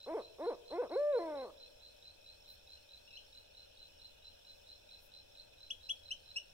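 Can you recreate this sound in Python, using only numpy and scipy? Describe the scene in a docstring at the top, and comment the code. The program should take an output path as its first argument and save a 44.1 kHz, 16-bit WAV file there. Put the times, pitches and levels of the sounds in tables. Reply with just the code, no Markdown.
"""A barred owl hoots close overhead in an oak wood at night: three short calls, then a long one.
Each hoot climbs from a creak, flips up to a nearly pure high note, drops back and collapses.
Off to the left a small animal squeaks faintly, then four times sharply near the end.
To the right two crickets chirp with their wings; farther out, insects trill and a chorus hums.
Leaves and trunks throw the nearer calls back to the microphone over a low murmur of air."""
import sys
import numpy as np
from scipy import signal
from scipy.fft import rfft, irfft, next_fast_len
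from scipy.io import wavfile
from scipy.ndimage import uniform_filter1d, map_coordinates

SR = 44100
rng = np.random.default_rng(int(sys.argv[2]) if len(sys.argv) > 2 else 0)


def unload_wav(signal):
    """Save mono or channel-first audio to the path in sys.argv[1] as 16-bit WAV at rate SR, clipped to [-1, 1]."""
    wavfile.write(
        sys.argv[1],
        SR,
        np.round(np.clip(np.atleast_2d(signal).T, -1, 1) * 32767).astype(np.int16),
    )


N = 287973

# the owl's hoots: start t/s, flip up t/s, drop back t/s, end t/s, f/Hz before the flip, top f/Hz,
# high-note gain/dB, brightness/dB
OWL_HOOTS = [(.061, .141, .169, .222, 336, 478, -1.5, -2.5), (.385, .464, .503, .556, 356, 497, -2, -3),
             (.703, .78, .823, .876, 364, 514, -2.5, -1), (.896, .957, 1.188, 1.507, 385, 590, 0, -1)]
# its throat with the bill closed: f/Hz, relative level/dB
OWL_THROAT = [(140, -19), (240, -15), (290, -10.5), (340, -4.5), (480, 3.5), (610, 0.5), (760, -9),
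              (940, -8), (1230, -18), (1330, -32.5), (1430, -18), (1880, -30), (2150, -24), (2600, -43),
              (3800, -53)]
# its voice, weak as a creak and loudest on the throat's resonance: pitch f/Hz, level/dB
OWL_LOUDNESS = [(145, -54), (195, -49.5), (243, -41), (300, -41), (385, -41), (455, -33), (500, -30),
                (550, -33), (590, -32.5)]
# the small animal's squeaks: t/s, length/s, rise/s, top f/Hz, level/dB ahead of the mouth
ANIMAL_SQUEAKS = [(2.766, 0.026, .019, 2940, -70.5), (3.073, .016, .011, 2850, -61.5),
                  (3.102, 0.018, 0.0086, 2680, -64), (3.132, .013, 0.012, 2700, -57),
                  (3.167, 0.015, 0.013, 3240, -51), (5.702, .020, .012, 3355, -37),
                  (5.889, 0.037, .018, 3342, -35), (6.105, 0.029, 0.021, 3106, -38),
                  (6.357, .032, .034, 2995, -37.5)]
# its mouth: f/Hz, gain/dB
ANIMAL_MOUTH = [(3500, 0.5), (5200, -2.5), (5950, -10), (6700, -25), (7400, -23), (8200, -13.5),
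                (9000, -29.5), (10000, -24.5), (11500, -37), (13500, -48)]
# the near cricket's drifting tempo: t/s, chirp rate/Hz
NEAR_TEMPO = [(0.0, 4.7), (0.6, 4.219), (2.5, 4.662), (4.3, 4.39), (4.7, 4.603), (5.2, 4.263), (6.2, 4.515),
              (6.5, 3.646)]
# the far cricket's even bouts: first chirp t/s, last chirp t/s, approximate period/s
FAR_BOUTS = [(.18, 1.23, .26), (1.455, 2.55, .22), (2.8, 3.985, .237), (4.675, 5.365, .23),
             (5.96, 6.43, .235)]
# wing strokes in one chirp of each cricket: delay/s, f/Hz, relative level/dB
NEAR_STROKES = [(0, 3920, 1.5), (0.02, 4100, 4.5), (.030, 4020, 5), (.039, 3870, -3), (0.046, 4110, 7),
                (.056, 4080, 7.5), (0.067, 4050, 1.5), (.081, 4100, 2.5), (.096, 4140, -2.5)]
FAR_STROKES = [(0, 4300, -0.5), (.008, 4310, -6), (.023, 4330, -1), (.031, 4330, -5.5), (.05, 4340, -15)]
# short pauses in the thin trill: t/s
TRILL_GAPS = [.61, 1.12, 1.5, 1.84, 2.15, 2.95, 3.39, 3.82, 4.17, 5.08, 5.43, 5.78]
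# the distant tree cricket swells and fades: t/s, level/dB
TREE_CRICKET_SWELL = [(2.95, -96), (3.3, -77), (4.2, -74), (5.3, -88)]
# far night choruses: f/Hz, width/Hz, level/dB, left over right/dB
FAR_CHORUSES = [(1560, 290, -83, -5.5), (2574, 198, -74.5, 4), (3150, 400, -77, 4.5),
                (3540, 250, -75.5, -5.5), (4020, 270, -77, -7), (5396, 730, -77.5, -1.5)]
# night air: f/Hz, relative level/dB
AIR_SPECTRUM = [(20, 0), (45, -6), (62, -3.5), (90, -4.5), (140, -16), (260, -16.5), (400, -14), (500, -6),
                (585, -0.5), (700, -11.5), (890, -14.5), (1100, -27.5), (1500, -22.5), (2200, -31.5),
                (4000, -90)]
# how alike that air is on the two sides: f/Hz, correlation
AIR_LIKENESS = [(60, 1), (130, 0.45), (300, 0.29), (600, 0.77), (1400, 0.17), (2400, .3)]
# fine hiss: f/Hz, relative level/dB
HISS_SPECTRUM = [(1900, -6), (2500, 1), (4700, 0.5), (6000, 0), (7000, -2.5), (8000, -1), (9000, -6),
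                 (9800, -1), (11000, -9), (12000, 0.5), (13000, -10), (16000, -3)]
# soft high puffs of hiss: t/s, level/dB
HISS_PUFFS = [(2.52, -71.5), (5.041, -71.5)]
# how long the trunks ring: f/Hz, t60/s
TRUNK_DECAY = [(200, 0.82), (550, 1.47), (1500, 0.19), (3200, 0.56), (10000, 0.26)]

CREAK_HZ, CLIMB_S = 158.6, .025  # a hoot's starting pitch and the time constant of its climb
JUMP, SCOOP_S = 1.18, .01  # pitch ratio of the flip; base time constant of the scoop to the top
SCOOP_SHARE, DROOP_FROM = .032, .62  # shares of the high note: added to SCOOP_S; passed before it droops
LAND_HZ, SAG_HZ_PER_S = 351.4, 395  # back in the low register the pitch sags
END_HZ, COLLAPSE_S = 146.4, .069  # the air runs out and the pitch collapses
ATTACK_S, ATTACK_DB, FADE_DB_PER_S = .028, 6.5, 7.5  # a hoot starts softly and fades on its way down
GLIDE_S = .0082  # time for a change of register
SQUEAK_START_HZ = 2599
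FIRST_CHIRP_S, NEAR_DB, FAR_DB = -.017, -55.5, -62.5
TRILL_DB, PAUSE_DIP_DB, PAUSE_S = -74.5, 16.5, .033
RUMBLE_DB, SWELL_DB, SWELL_AT_S, SWELL_S = -70.5, 2, 5.4, .2  # the rumble grows a little near the end
PUFF_S = .042  # half-length of a puff
TOP_HZ = 15800


def owl():
    """Close overhead, a gliding harmonic voice: creaky when low, then buzzy, nearly pure when high."""
    pitch, db, effort_db, voiced = hooting(clock())
    high = ramp(pitch, 370, 130)  # the upper register
    creak = np.clip((255 - pitch) / 90, 0, 1)  # slack, separate pulses at both ends of a hoot
    rough = 1 - .85 * high
    jitter = .016 * wobble(420) + .006 * wobble(70)
    phase = 2 * np.pi * np.cumsum(pitch * (1 + rough * jitter)) / SR
    n = np.flatnonzero(voiced > .01)[-1]  # the last hoot ends here
    k = np.arange(1, 17)[:, None]
    hz = k * pitch[:n]
    # slack pulses ring the upper throat resonance and little above it
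    creak_db = 14 * np.exp(-((hz - 1220) / 170) ** 2) - 8 * (hz > 1400)
    # the high register vibrates almost symmetrically, so its even harmonics fade
    high_db = -6.5 * (k % 2 == 0) - .4 * (k > 1)
    register_db = creak[:n] * creak_db + high[:n] * high_db
    flutter = np.array([wobble(55)[:n] for _ in k])
    flutter_db = 2.2 * flutter * np.clip(hz / 600 - 1, 0, 1.6) * rough[:n]
    bright_db = effort_db[:n] * ramp(hz, 1000, 700)
    partials = amp(along(OWL_THROAT, hz) + register_db + bright_db + flutter_db)
    partials /= np.sqrt(np.sum(partials ** 2, axis=0) / 2)
    voice = np.pad(np.sum(partials * np.cos(k * phase[:n] - throat_lag(hz)), axis=0), (0, N - n))
    breath = amp(-38.5) * noise(OWL_THROAT)[0] + amp(-34.5) * band(1900, 700)[0]
    sizzle = amp(-40.5) * band(9800, 3500)[0]
    rasp = (1 + np.cos(phase)) * rough * (breath + sizzle)  # turbulence escapes once a cycle
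    level = amp(db + .5 * rough * wobble(180)) * voiced
    call = place(level * (voice + rasp), lag_ms=.11)
    return call + echoes(call, leaves_db=-19, leaves_t60=.23, wood_db=-22.5)


def hooting(t):
    """Pitch, level, brightness and voicing of the hoots; the level follows the pitch."""
    pitch = np.full(N, CREAK_HZ)
    gain_db, effort_db, voiced = np.zeros((3, N))
    for start, up, down, end, flip_hz, top_hz, high_db, bright_db in OWL_HOOTS:
        on = (t >= start) & (t < end)
        u = t[on]
        pitch[on] = hoot_pitch(u, start, up, down, end, flip_hz, top_hz)
        attack_db = ATTACK_DB * (ramp(u, start, ATTACK_S) - 1)
        gain_db[on] = np.select([u < up, u < down], [attack_db, high_db], -FADE_DB_PER_S * (u - down))
        effort_db[on], voiced[on] = bright_db, 1
    pitch = np.exp(uniform_filter1d(np.log(pitch), size=int(GLIDE_S * SR)))
    db = uniform_filter1d(along(OWL_LOUDNESS, pitch) + gain_db, size=400)
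    return pitch, db, effort_db, uniform_filter1d(voiced, size=140)


def hoot_pitch(t, start, up, down, end, flip_hz, top_hz):
    """Climb from a creak, flip up to an arched high note, drop back, sag and collapse."""
    climbed = np.expm1((start - t) / CLIMB_S) / np.expm1((start - up) / CLIMB_S)
    climb = CREAK_HZ + (flip_hz - CREAK_HZ) * climbed
    scoop = np.exp(-np.abs(t - up) / (SCOOP_S + SCOOP_SHARE * (down - up)))
    droop = np.sin(np.pi / 2 * ramp((t - up) / (down - up), DROOP_FROM, 1 - DROOP_FROM)) ** 2
    arch = JUMP * flip_hz + (top_hz - JUMP * flip_hz) * (1 - scoop) * (1 - droop)
    sag = LAND_HZ - SAG_HZ_PER_S * (t - down)
    air = ramp(end - t, 0, min(COLLAPSE_S, end - down))
    return np.select([t < up, t < down], [climb, arch], END_HZ + (sag - END_HZ) * air)


def throat_lag(hz):
    """The phase by which the throat's resonances delay each frequency."""
    grid = np.fft.fftfreq(8192, 1 / SR)
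    lag = signal.hilbert(np.log(amp(along(OWL_THROAT, np.abs(grid))))).imag
    return np.interp(hz, grid[grid >= 0], lag[grid >= 0])


def small_animal():
    """In the foliage left of the microphone, each squeak sweeps up quickly, rasping on the way."""
    calls = np.zeros(N)
    k = np.arange(1, 5)[:, None]
    for s, length, rise, top_hz, db in ANIMAL_SQUEAKS:
        t = np.arange(int(length * SR)) / SR
        sweep = np.sin(ramp(t, 0, rise) * np.pi / 2) ** 2
        pitch = SQUEAK_START_HZ + (top_hz - SQUEAK_START_HZ) * sweep
        phase = 2 * np.pi * np.cumsum(pitch) / SR
        tone = np.sum(amp(along(ANIMAL_MOUTH, k * pitch)) * np.sin(k * phase), axis=0)
        rasp_gain = amp(-12.5) * (top_hz / SQUEAK_START_HZ - 1) * np.sin(np.pi * sweep) ** 2
        rasp = rasp_gain * band(5560, 2600)[0, :len(t)]
        add(calls, s, np.sqrt(2) * amp(db) * np.sin(np.pi * t / length) * (tone + rasp))
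    calls = place(calls, lag_ms=.66)
    # the early squeaks come from deeper in the foliage: duller, farther left, with more echo
    early = clock() < 5
    near = place(calls * ~early, pan_db=3)
    far = place(filtered(calls * early, lambda hz: 1 / (1 + (hz / 6500) ** 8)), pan_db=7)
    return near + far + echoes(near + amp(7.5) * far, leaves_db=-9, leaves_t60=.1, wood_db=-20)


def crickets():
    """Two crickets on the right drift in and out of step, one near, one higher and farther off."""
    t = clock()
    count = np.cumsum(np.interp(t, *np.transpose(NEAR_TEMPO))) / SR
    near_chirps = FIRST_CHIRP_S + np.interp(np.arange(count[-1]), count, t)
    far_chirps = np.concatenate([np.linspace(first, last, round((last - first) / period) + 1)
                                 for first, last, period in FAR_BOUTS])
    near = stridulate(near_chirps, NEAR_DB, NEAR_STROKES, overtone_db=-29, attack_s=.00075, ring_s=.0071)
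    far = stridulate(far_chirps, FAR_DB, FAR_STROKES, overtone_db=-9, attack_s=.003, ring_s=.0072)
    song = place(near, lag_ms=.5537, pan_db=-2.5) + place(far, pan_db=-6)
    return song + echoes(song, leaves_db=-8, leaves_t60=.095, wood_db=-14.5)


def stridulate(chirps, db, strokes, overtone_db, attack_s, ring_s):
    """Chirps made of wing strokes that start sharply and ring off, no two quite alike."""
    song = np.zeros(N)
    t = np.arange(SR // 60) / SR
    shape = (1 - np.exp(-t / attack_s)) * np.exp(-(t / ring_s) ** 2)
    for s in chirps:
        for delay, hz, stroke_db in strokes:
            late, sharp, strong = rng.standard_normal(3)
            phase = 2 * np.pi * hz * (1 + .011 * sharp) * t
            stroke = shape * (np.sin(phase) + amp(overtone_db) * np.sin(2 * phase))
            add(song, s + delay * (1 + .03 * late), amp(db + stroke_db + 1.3 * strong) * stroke)
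    return song


def trilling_insect():
    """Farther out on the right, a thin trill from wings that beat about fifty times a second."""
    db = TRILL_DB - PAUSE_DIP_DB * sum(np.exp(-((clock() - s) / PAUSE_S) ** 2) for s in TRILL_GAPS)
    beat = np.cumsum(53 * (1 + .032 * wobble(5.4))) / SR
    carrier = np.sin(2 * np.pi * np.cumsum(5400 + 60 * wobble(200)) / SR)
    song = unit(np.abs(np.sin(np.pi * beat)) ** 3 * carrier * amp(2 * wobble(30)))
    song = place(song * amp(db), lag_ms=-.34, pan_db=-4)
    return song + echoes(song, leaves_db=-8.5, leaves_t60=.1, wood_db=-6.5)


def tree_cricket():
    """Very far from the microphone, a trill smeared into a wavering tone."""
    s, db = np.transpose(TREE_CRICKET_SWELL)
    return amp(np.interp(clock(), s, db)) * place(band(2880, 81), pan_db=1)


def far_chorus():
    """Deep in the wood on both sides, night choruses blur into flickering bands of noise."""
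    return sum(place(band(hz, width), pan_db=pan) * amp(db + .3 * wobble(2) + 2.3 * wobble(50))
               for hz, width, db, pan in FAR_CHORUSES)


def night_air():
    """A far low rumble; louder on the left, a murmur of air and a fine flickering hiss with two puffs."""
    t = clock()
    spread = lambda hz: np.arccos(np.clip(along(AIR_LIKENESS, hz), -1, 1)) / 2
    mid, side = filtered(noise(AIR_SPECTRUM),
                         lambda hz: np.array([np.cos(spread(hz)), np.sin(spread(hz))]))
    air = unit(np.array([mid + side, mid - side]))
    low = filtered(air, lambda hz: 1 / (1 + (hz / 230) ** 4))
    rumble = unit(low) * amp(RUMBLE_DB + SWELL_DB * ramp(t, SWELL_AT_S, SWELL_S))
    murmur = place(air - low, lag_ms=.84, pan_db=4.5) * amp(-66.5 + .37 * wobble(2.01))
    hiss = amp(-72.5 + .8 * wobble(10)) * place(noise(HISS_SPECTRUM), pan_db=6)
    swells = sum(amp(db) * np.exp(-((t - s) / PUFF_S) ** 2) for s, db in HISS_PUFFS)
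    puffs = swells * amp(1.7 * wobble(90)) * place(band(13000, 5500), pan_db=9)
    return rumble + murmur + hiss + puffs


def echoes(x, leaves_db, leaves_t60, wood_db):
    """Quick scatter from nearby leaves, then the long answer of the trunks."""
    hz, t, spectra = signal.stft(rng.standard_normal((2, SR)), SR, nperseg=256)
    decay = amp(-60 * t / along(TRUNK_DECAY, hz)[:, None]) * (1 - np.exp(-t / .0059))
    trunks = signal.istft(spectra * decay, SR, nperseg=256)[1][:, :SR]
    t = np.arange(SR) / SR
    leaves = rng.standard_normal((2, SR)) * amp(-60 * t / leaves_t60) * (1 - np.exp(-t / .017))
    tail = (amp(leaves_db) * unit(leaves) + amp(wood_db) * unit(trunks)) / np.sqrt(SR)
    return signal.fftconvolve(x, tail, axes=1)[:, :N]


def place(x, lag_ms=0, pan_db=0):
    """Stereo spread: the left channel is delayed by lag_ms and louder by pan_db."""
    side = np.array([[.5], [-.5]])
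    return filtered(x, lambda hz: amp(side * pan_db) * np.exp(-2j * np.pi * hz * side * lag_ms / 1000))


def amp(db):
    """Decibels to gain."""
    return 10 ** (np.asarray(db) / 20)


def unit(x):
    """Scale to rms 1."""
    return x / np.sqrt(np.mean(x ** 2) + 1e-20)


def clock():
    """Time of every sample."""
    return np.arange(N) / SR


def ramp(x, start, length):
    """0 before start, rising evenly to 1 over length."""
    return np.clip((x - start) / length, 0, 1)


def along(points, hz):
    """Interpolate (f/Hz, value) points on a log frequency axis."""
    f, v = np.transpose(points)
    return np.interp(np.log(hz + 1), np.log(f + 1), v)


def wobble(rate):
    """A smooth random curve, rate knots a second."""
    knots = rng.standard_normal(int(N * rate / SR) + 4)
    return map_coordinates(knots, [np.arange(N) * rate / SR], order=2)


def filtered(x, response):
    """Pass x through a complex frequency response."""
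    m = next_fast_len(N + SR // 2)
    return irfft(rfft(x, m) * response(np.fft.rfftfreq(m, 1 / SR)), m)[..., :N]


def noise(spectrum):
    """Two unrelated coloured noises of rms 1."""
    return unit(filtered(rng.standard_normal((2, N)), lambda hz: amp(along(spectrum, hz))))


def band(centre_hz, width_hz):
    """Two unrelated bands of noise of rms 1."""
    white = rng.standard_normal((2, N))
    return unit(filtered(white, lambda hz: 1 / (1 + ((hz - centre_hz) / width_hz * 2) ** 4) ** .5))


def add(track, s, sound):
    """Mix a short sound in at time s."""
    i = round(s * SR) + np.arange(len(sound))
    inside = (i >= 0) & (i < N)
    track[i[inside]] += sound[inside]


def scene():
    """The wood from where the microphone stands: all the callers in the night air."""
    callers = owl() + small_animal() + crickets() + trilling_insect() + tree_cricket()
    return callers + far_chorus() + night_air()


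def record(dry):
    """The camera keeps nothing above its band limit."""
    return filtered(dry, lambda hz: hz < TOP_HZ)


dry = scene()
out = record(dry)
unload_wav(out)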